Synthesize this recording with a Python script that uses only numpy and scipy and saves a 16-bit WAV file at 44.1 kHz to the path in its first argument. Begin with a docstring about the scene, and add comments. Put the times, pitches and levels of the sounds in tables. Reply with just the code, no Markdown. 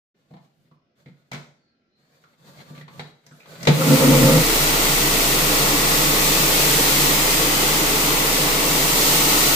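"""Rotary floor machine started on carpet

In a carpeted hallway, heard from the handle, the machine clunks (decaying modes and noise) and is dragged
over the pile (filtered noise, with loose parts rattling). Thin squeaks (wavering sines) come before the switch snaps.
Boom, growl and chatter surge unevenly during the start (resonances), and fibres scrub with a bright hiss (noise)
over a deck that throbs once a turn. Then the shaft shakes the handle (harmonics) and housing and gears sing."""
import sys
import numpy as np
from scipy import signal
from scipy.fft import rfft, irfft
from scipy.io import wavfile
from scipy.ndimage import uniform_filter1d

SR = 44100
rng = np.random.default_rng(int(sys.argv[2]) if len(sys.argv) > 2 else 0)


def wav_record(signal):
    """Record a signal, one row per channel, as 16-bit PCM in the file named by sys.argv[1]."""
    frames = np.transpose(np.atleast_2d(signal))
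    bounded = np.clip(frames, -1, 1)
    # unit amplitude maps onto the largest positive 16-bit level
    quanta = np.round(bounded * 32767).astype(np.int16)
    wavfile.write(sys.argv[1], SR, quanta)


N = 421155  # length in samples


def gain_of(db):
    """Level definition: decibels to an amplitude ratio."""
    return 10 ** (np.asarray(db) / 20)


def evened(x):
    """Energy normalisation: scales to rms 1."""
    return x / np.sqrt(np.mean(x ** 2) + 1e-20)


def seconds():
    """Uniform sampling: the time of every sample in s."""
    return np.arange(N) / SR


def read(points, hz):
    """Spectral interpolation: reads a table on a log-frequency axis."""
    f, value = np.transpose(points)
    return np.interp(np.log(hz + 1), np.log(f + 1), value)


def ramp(start, length):
    """Linear onset: rises evenly from 0 to 1, both times in s."""
    return np.clip((seconds() - start) / length, 0, 1)


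def add(mix, s, sound):
    """Superposition: adds a sound to the mix at time s."""
    part = mix[:, round(s * SR):][:, :sound.shape[-1]]
    part += sound[..., :part.shape[1]]


# likeness of left and right: f/Hz, correlation (no unit)
LIKENESS = [(60, 0.64), (290, 1), (640, 0.5), (1300, -0.23), (3000, 0.055), (15000, -0.011)]


def correlate(z, hz):
    """Interaural coherence: blends the left spectrum into the right, most strongly in the bass."""
    same = read(LIKENESS, hz)[:, None]
    z[1] = same * z[0] + np.sqrt(1 - same ** 2) * z[1]
    return z


# balance of the two microphones: f/Hz, left minus right level/dB
BALANCE = [(200, -0.5), (400, -1.5), (700, -1.5), (1300, -.5), (2000, 2), (2700, 1), (4400, 3), (6300, 1.5),
           (7400, -1.2), (9300, -3), (11000, -1.5), (12000, 1.5), (13400, -4.5), (15200, 3.5)]


def noise(spectrum, ripple_db=0, white=None):
    """Spectral shaping: noise at rms 1, with slowly drifting ripples from reflections off the walls."""
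    white = rng.standard_normal((2, N)) if white is None else white
    hz, _, z = signal.stft(white, SR, nperseg=2048)
    z = correlate(z, hz)
    ripple = evened(uniform_filter1d(rng.standard_normal(z.shape), size=24, axis=2))
    # ripples are deepest in the middle, shallower in bass and treble
    depth_db = ripple_db * hz ** 2 / (hz ** 2 + 600 ** 2) / (1 + (hz / 7000) ** 2)
    colour_db = read(spectrum, hz) + np.array([[0.5], [-0.5]]) * read(BALANCE, hz)
    shaping = gain_of(colour_db[..., None] + depth_db[:, None] * ripple)
    return evened(signal.istft(z * shaping, SR)[1][:, :N])


def ring(hz, width, steady=0, spread=0.3):
    """Randomly driven resonance; steady (0-1) evens its beating, as friction does when it sustains a mode."""
    offset = (np.fft.fftfreq(N, 1 / SR) - hz) / width
    drive = rng.standard_normal((2, N)) + 1j * rng.standard_normal((2, N))
    z = np.fft.ifft(drive / (1 + offset ** 2) ** 2)
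    swing = np.hypot(evened(abs(z)), 0.5)
    mid, side = (evened(v.real) for v in z / swing ** steady)
    return evened(np.array([mid + spread * side, mid - spread * side]))


def resonances(table, steady, spread):
    """Modal superposition: a set of resonances sounding together, at rms 1."""
    return evened(sum(gain_of(db) * ring(hz, width, steady, spread) for hz, width, db in table))


# quiet air of the house, shape of its spectrum: f/Hz, relative level/dB
ROOM_TONE = [(30, -14), (150, 0), (215, 6), (300, 1.5), (450, -4), (700, -7), (900, -24), (1400, -15),
             (2600, -18.5), (4300, -23), (5500, -23), (9000, -54), (15000, -58)]
ROOM_DB = -70  # rms, re full scale


def room_tone():
    """Stationary background noise: the quiet air of the house."""
    return gain_of(ROOM_DB) * noise(ROOM_TONE, ripple_db=8.5)


DRAG_RELEASE_S = 0.046  # time constant


def dragging(start, attack, length, db, swell_db):
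    """Friction envelope: a drag takes hold, swells or eases, and lets go exponentially."""
    release = np.exp(-np.maximum(seconds() - start - length, 0) / DRAG_RELEASE_S)
    return ramp(start, attack) * gain_of(db + swell_db * ramp(start, length)) * release


SNAG_DB, SNAG_HZ = 1.8, 10  # rms depth, and scale of the Gaussian limit on its rate


def snagging():
    """Random amplitude modulation: the pile catches and yields unevenly."""
    hz = np.fft.rfftfreq(N, 1 / SR)
    band = hz * np.exp(-(hz / SNAG_HZ) ** 2)
    swing = irfft(rfft(rng.standard_normal(N)) * band, N)
    return gain_of(SNAG_DB * evened(swing))


# drags of the resting pad over the carpet: start t/s, attack t/s, length t/s,
# relative rustle level/dB, swell by the end level/dB, relative frame rumble level/dB
DRAGS = [(0.14, 0.03, 0.33, -80.5, 9, 3), (0.53, 0.05, 0.16, -81.5, 1, 17), (0.95, 0.03, 0.42, -71, -11, 4),
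         (1.95, 0.19, 0.38, -66.5, -3, -1), (2.372, 0.11, 0.42, -57.5, 0.5, 5.5),
         (2.876, 0.06, 0.18, -58.5, -2.5, 9.5), (3.117, 0.23, 0.34, -70, 11, -5),
         (3.46, 0.049, 0.25, -54, 9.5, 4.5)]
# rustle of the pile, shape of its spectrum: f/Hz, relative level/dB
RUSTLE = [(40, -8), (200, -1), (380, 6), (520, 14.5), (850, 2.5), (1500, 3), (2700, -5), (4400, 1.5),
          (5200, -6), (7000, -3.5), (10500, -14), (13000, -7), (16000, -14)]
# rumble of the frame, shape of its spectrum: f/Hz, relative level/dB
RUMBLE = [(25, -26), (100, -31), (150, 10), (195, -9), (260, -6), (380, -19), (800, -37)]
# clack of loose parts, here and in the knocks, shape of its spectrum: f/Hz, relative level/dB
CLACK = [(200, -15), (450, -4), (800, -6), (1100, -11), (1400, -7.5), (1650, -11.5), (2150, -3),
         (2600, -13.5), (4100, -9.5), (5200, -23), (8000, -30), (15000, -58)]
RATTLES_PER_S, RATTLE_SPREAD_DB, RATTLE_T60_S = 20, 5, 0.14  # mean rate, range below the strongest, decay


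def shuffle():
    """Sliding friction: the resting pad rustles on the pile, the frame rumbles, jolted loose fittings rattle."""
    drags = np.array([dragging(*row[:-1]) for row in DRAGS]) * snagging()
    rumble = gain_of(1 + np.array(DRAGS)[:, -1]) @ drags * noise(RUMBLE)
    jolts = (rng.random(N) < RATTLES_PER_S / SR) * gain_of(-RATTLE_SPREAD_DB * rng.random(N))
    dying = signal.lfilter([1], [1, -gain_of(-60 / (RATTLE_T60_S * SR))], jolts)
    rattle = gain_of(4) * dying * noise(CLACK, ripple_db=6)
    rustle = gain_of(4.5) * noise(RUSTLE, ripple_db=7.5)
    return drags.sum(0) * (rustle + rattle) + rumble


# reverberation time of the hallway: f/Hz, time for a 60 dB decay t/s
HALL = [(150, 0.49), (400, 0.52), (1000, 0.49), (2500, 0.4), (6000, 0.51), (14000, 0.41)]


def hallway(x):
    """Reverberation: dense reflections between close walls, each band decaying at its own rate."""
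    hz, t, z = signal.stft(rng.standard_normal((2, SR // 2)), SR, nperseg=256)
    decay = gain_of(-60 * t / read(HALL, hz)[:, None])
    build_up = 1 - np.exp(-t / 0.002)
    tail = signal.istft(correlate(z, hz) * decay * build_up, SR)[1]
    return signal.fftconvolve(x, tail / np.linalg.norm(tail[0]), axes=1)[:, :N]


# knocks of handle, frame and switch: t/s, relative thump level/dB, relative clack level/dB,
# relative tick level/dB, struck part f/Hz, its relative ring level/dB
KNOCKS = [(0.307, -42, -65, -88, 680, -56), (0.337, -39.5, -57, -85, 807, -51),
          (0.366, -47, -58, -88, 818, -55), (0.712, -51.5, -67, -92, 1070, -60),
          (1.059, -39.5, -55, -80, 2080, -55.5), (1.082, -40.5, -60, -85, 2160, -71),
          (1.315, -38, -35.5, -40.5, 2280, -39), (1.331, -30.5, -38, -41.5, 1470, -42),
          (1.346, -43, -38.5, -52, 880, -45), (2.237, -80, -59, -67, 1345, -55.5),
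          (2.702, -35.5, -62, -74, 507, -51), (2.776, -37.5, -48, -66, 2550, -59),
          (2.81, -45, -48, -68, 1940, -51), (2.879, -57, -46.5, -66, 1040, -50.5),
          (2.994, -36.5, -31.5, -65, 3850, -59), (3.264, -53, -54, -49, 1700, -64),
          (3.311, -44.5, -60, -74, 1460, -52), (3.402, -58, -55, -72, 2400, -54),
          (3.457, -57, -49, -72, 1100, -55), (3.629, -31, -36, -32, 5500, -53),
          (3.651, -37, -34, -35, 2080, -52), (3.671, -18, -12, -25, 507, -18),
          (3.683, -9, -26, -30, 2120, -38), (3.809, -22, -49, -50, 1260, -26)]
# modes of the frame, each knock detuning them slightly: centre f/Hz, relative level/dB, 60 dB decay t/s
FRAME_MODES = [(151.5, 3.5, 0.18), (178, -8.5, 0.25), (236, -5.5, 0.17), (338, -3.5, 0.065),
               (504, -3.5, 0.058)]
# tick of the knocks, shape of its spectrum: f/Hz, relative level/dB
TICK = [(2500, -30), (5000, 0), (6500, -1), (8500, -10), (10500, -19), (13000, -12), (16000, -22)]
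CLACK_T60_S, TICK_T60_S, PART_T60_S = 0.081, 0.042, 0.13  # decays by 60 dB
THUMP_RISE_S, CLACK_RISE_S = 0.015, 0.0011  # time constants of the onsets
PART_WIDTH_HZ = 170  # half-width of the struck part's band, at half amplitude


def knocks():
    """Impact excitation: a short rattle and the ring of the struck part, over the low modes of the frame."""
    t = np.arange(SR // 2) / SR
    low, high = np.zeros((2, N)), np.zeros((2, N))
    clacks, ticks = noise(CLACK), noise(TICK, ripple_db=2)
    offset = np.fft.fftfreq(len(t), 1 / SR) / PART_WIDTH_HZ
    for s, thump_db, clack_db, tick_db, part_hz, part_db in KNOCKS:
        frame = 0
        for hz, db, t60 in FRAME_MODES:
            detune = 1 + 0.022 * rng.standard_normal()
            frame = frame + gain_of(db - 60 * t / t60) * np.sin(2 * np.pi * hz * detune * t)
        add(low, s, gain_of(thump_db + 5) * frame * (1 - np.exp(-t / THUMP_RISE_S)))
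        # close modes of the struck part beat against one another
        phases = np.exp(2j * np.pi * rng.random((2, len(t))))
        beating = np.fft.ifft(phases / (1 + offset ** 2))
        struck = evened((beating * np.exp(2j * np.pi * part_hz * t)).real)
        struck *= gain_of(part_db + 3 - 60 * t / PART_T60_S)
        span = slice(round(s * SR), round(s * SR) + len(t))
        rattle = clacks[:, span] * gain_of(clack_db + 3 - 60 * t / CLACK_T60_S)
        rattle += ticks[:, span] * gain_of(tick_db + 3 - 60 * t / TICK_T60_S)
        add(high, s, (struck + rattle) * (1 - np.exp(-t / CLACK_RISE_S)))
    return low + gain_of(-9) * hallway(low) + high + gain_of(-3) * hallway(high)


def level(rows, order, fade=0.037):
    """Level envelope: gain from one dB column, fading outside its span by a Gaussian of scale fade in s."""
    rows, t = np.array(rows), seconds()
    outside = np.maximum(np.maximum(rows[0, 0] - t, t - rows[-1, 0]), 0)
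    return gain_of(np.interp(t, rows[:, 0], rows[:, order])) * np.exp(-(outside / fade) ** 2)


def glide(rows, wobble_hz):
    """Frequency modulation: a thin, unsteady tone of parts rubbing together; wobble_hz is rms."""
    s, hz, _ = np.transpose(rows)
    wobble = evened(uniform_filter1d(rng.standard_normal((2, N)), size=60))
    turns = np.cumsum(np.interp(seconds(), s, hz) + wobble_hz * wobble, axis=1) / SR
    return level(rows, order=2) * evened(np.sin(2 * np.pi * turns))


# faint squeak while the weight shifts: t/s, f/Hz, rms level/dB
SQUEAK = [(1.6, 4500, -80), (1.7, 4370, -73), (1.86, 4000, -94), (1.96, 4120, -72), (2.08, 4400, -77),
          (2.2, 4750, -80)]
# thin rising squeal: t/s, f/Hz, relative level/dB
SQUEAL = [(3.31, 7000, -80), (3.325, 7800, -59), (3.345, 10000, -68), (3.375, 11300, -65),
          (3.41, 11700, -73), (3.46, 12500, -82)]


def squeal():
    """Friction tones: a faint squeak as the weight shifts, and a higher squeal just before the start."""
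    return glide(SQUEAK, wobble_hz=140) + gain_of(-4) * glide(SQUEAL, wobble_hz=220)


SHAFT_HZ, GEAR_RATIO = 28.98, 10  # shaft speed, and shaft turns to one of the pad


def pad_turn(top_s):
    """Periodic modulation: swings between 1 and -1 once on each turn at running speed, with a peak at top_s."""
    return np.cos(2 * np.pi * (seconds() - top_s) * SHAFT_HZ / GEAR_RATIO)


# how hard the running pad bears on the pile: t/s, relative level/dB
PRESSURE = [(3.9, -2), (4.6, 0), (5.7, 0), (6.85, 2), (7.55, -0.4), (8.65, -1.1), (9.15, 2.6), (9.55, 2)]
# body of the scrubbing, shape of its spectrum: f/Hz, relative level/dB
SCRUB = [(30, -8), (104, -19), (125, -2), (200, 3), (235, -2), (295, 8.5), (365, 0), (425, 6.5), (520, 2),
         (590, -0.5), (1350, 0), (1600, -7), (1950, 0.5), (4000, -9.5), (8000, -59), (16000, -40)]
# hiss of the fibres, shape of its spectrum: f/Hz, relative level/dB
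HISS = [(1200, -37), (2600, -3.5), (4300, 0.5), (5700, -1), (7400, -0.5), (8900, -2), (9800, -4.5),
        (10900, -7), (11900, -1), (13500, -2), (15400, -2)]
MOTOR_ON_S, SPIN_UP_S = 3.662, 0.29  # start and length of the linear growth of the scrubbing
BRISK_SIDE_S = 4.59  # a moment when the pad's freshest fibres sweep the pile
HEAVY_SIDE_S = 4.655  # a moment when the pad's heavy side bears down
THROB_EASE_DB_PER_S = 0.5  # the deck booms less as the pile is laid flat
FLICKS_PER_S = 9000  # in each channel


def scrub():
    """Granular friction: fibres flick off the pad, louder with speed and pressure; hiss and deck swell each turn."""
    t = seconds()
    flicks = rng.standard_normal((2, N)) * (rng.random((2, N)) < FLICKS_PER_S / SR)
    fibres = rng.standard_normal((2, N)) + 0.75 * evened(flicks)
    speed = ramp(MOTOR_ON_S, SPIN_UP_S)
    pressure = gain_of(np.interp(t, *np.transpose(PRESSURE)))
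    # the body answers only weakly to pressure
    body = gain_of(-21.5) * pressure ** 0.16 * noise(SCRUB, ripple_db=3.5)
    hiss = gain_of(-18 + 0.42 * pad_turn(BRISK_SIDE_S)) * noise(HISS, ripple_db=3, white=fibres)
    throb_db = -32 + 2 * pad_turn(HEAVY_SIDE_S) - THROB_EASE_DB_PER_S * (t - MOTOR_ON_S)
    throb = gain_of(throb_db) * ring(150, 18, steady=0.5, spread=0.12)
    return speed * (body + pressure * hiss + throb)


# uneven surges in level during the start: t/s at the height,
# relative level/dB of the deck's boom, the housing's growl and the cover's chatter
SURGES = [(3.815, -20, -27, -26), (3.92, -13.5, -15, -18), (4.035, -24, -18.5, -16),
          (4.095, -16.5, -14.5, -29), (4.155, -16, -23, -16.5), (4.235, -11.5, -17, -20),
          (4.3, -27, -19, -17.5), (4.369, -13.5, -23, -20.5)]
SURGE_WIDTH_S = 0.048  # Gaussian scale of each rise and fall


def surging(order):
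    """Energy summation: the uneven level of one column, as overlapping rounded surges."""
    t = seconds()
    surges = [gain_of(row[order]) * np.exp(-((t - row[0]) / SURGE_WIDTH_S) ** 2) for row in SURGES]
    return np.sqrt(sum(surge ** 2 for surge in surges))


# housing resonances: centre f/Hz, width scale f/Hz, relative level/dB
GROWL = [(240.5, 38, 1.5), (273, 36, 1), (344, 32, -9.5), (402, 36, -13.5)]
# cover resonances: centre f/Hz, width scale f/Hz, relative level/dB
CHATTER = [(472, 22, -5.5), (521, 32, 1), (630, 45, -13), (890, 100, -11.5), (1240, 320, -12)]


def starting_resonances():
    """Structural resonance: boom of deck, growl of housing and chatter of cover surge unevenly during the start."""
    boom = ring(150, 20, steady=0.85, spread=0.1)
    growl = resonances(GROWL, steady=0.73, spread=0.27)
    chatter = resonances(CHATTER, steady=0.57, spread=0.3) * gain_of([[-1], [1]])  # leans right
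    low = gain_of(-1.5) * surging(order=1) * boom
    middle = gain_of(0.5) * surging(order=2) * growl
    return low + middle + surging(order=3) * chatter


# harmonics of the shaft: multiple of the shaft speed (no unit), relative level/dB
ORDERS = [(1, -1), (2, -25.5), (3, -26)]
# resonances of housing and gears at speed: centre f/Hz, width scale f/Hz, rms level/dB at full speed
WHINES = [(285.5, 8.2, -43.5), (316.7, 6.7, -45.5), (465.6, 9.3, -45), (879, 32, -41), (1135, 23, -40),
          (2658, 34, -44)]
SHAKE_FROM_S, SHAKE_RISE_S = 3.94, 0.25  # the shaft shakes the handle only near full speed
SETTLE_DB_PER_S = 0.8  # easing of the shake as the shaft runs in
EAR_LAG_S = 0.0022  # delay of the right channel


def motor():
    """Rotating unbalance: the shaft shakes the handle, easing as it runs in, while housing and gears sing."""
    t = seconds()
    heard = t - np.array([[0], [EAR_LAG_S]])
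    shake = evened(sum(gain_of(db) * np.sin(2 * np.pi * k * SHAFT_HZ * heard) for k, db in ORDERS))
    shake_db = -28.5 - SETTLE_DB_PER_S * (t - SHAKE_FROM_S)
    shaking = ramp(SHAKE_FROM_S, SHAKE_RISE_S) * gain_of(shake_db)
    gears = sum(gain_of(db) * ring(hz, width, steady=0.4, spread=0.64) for hz, width, db in WHINES)
    return shaking * shake * gain_of([[-0.5], [0.5]]) + ramp(4.2, 0.46) * gears


def scene():
    """Superposition: all sources at the two microphones."""
    sources = [room_tone(), shuffle(), knocks(), squeal(), scrub(), starting_resonances(), motor()]
    return sum(sources)


EDGE_HZ = 15530  # cutoff of the low-pass


def record(dry):
    """Band limitation: sound fades in over 8 ms after an opening silence, then passes a steep low-pass filter."""
    opened = ramp(0.142, 0.008)
    low_pass = signal.firwin(2047, EDGE_HZ, window=("kaiser", 9), fs=SR)
    return signal.oaconvolve(dry * opened, low_pass[None], "same")


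dry = scene()
out = record(dry)
wav_record(out)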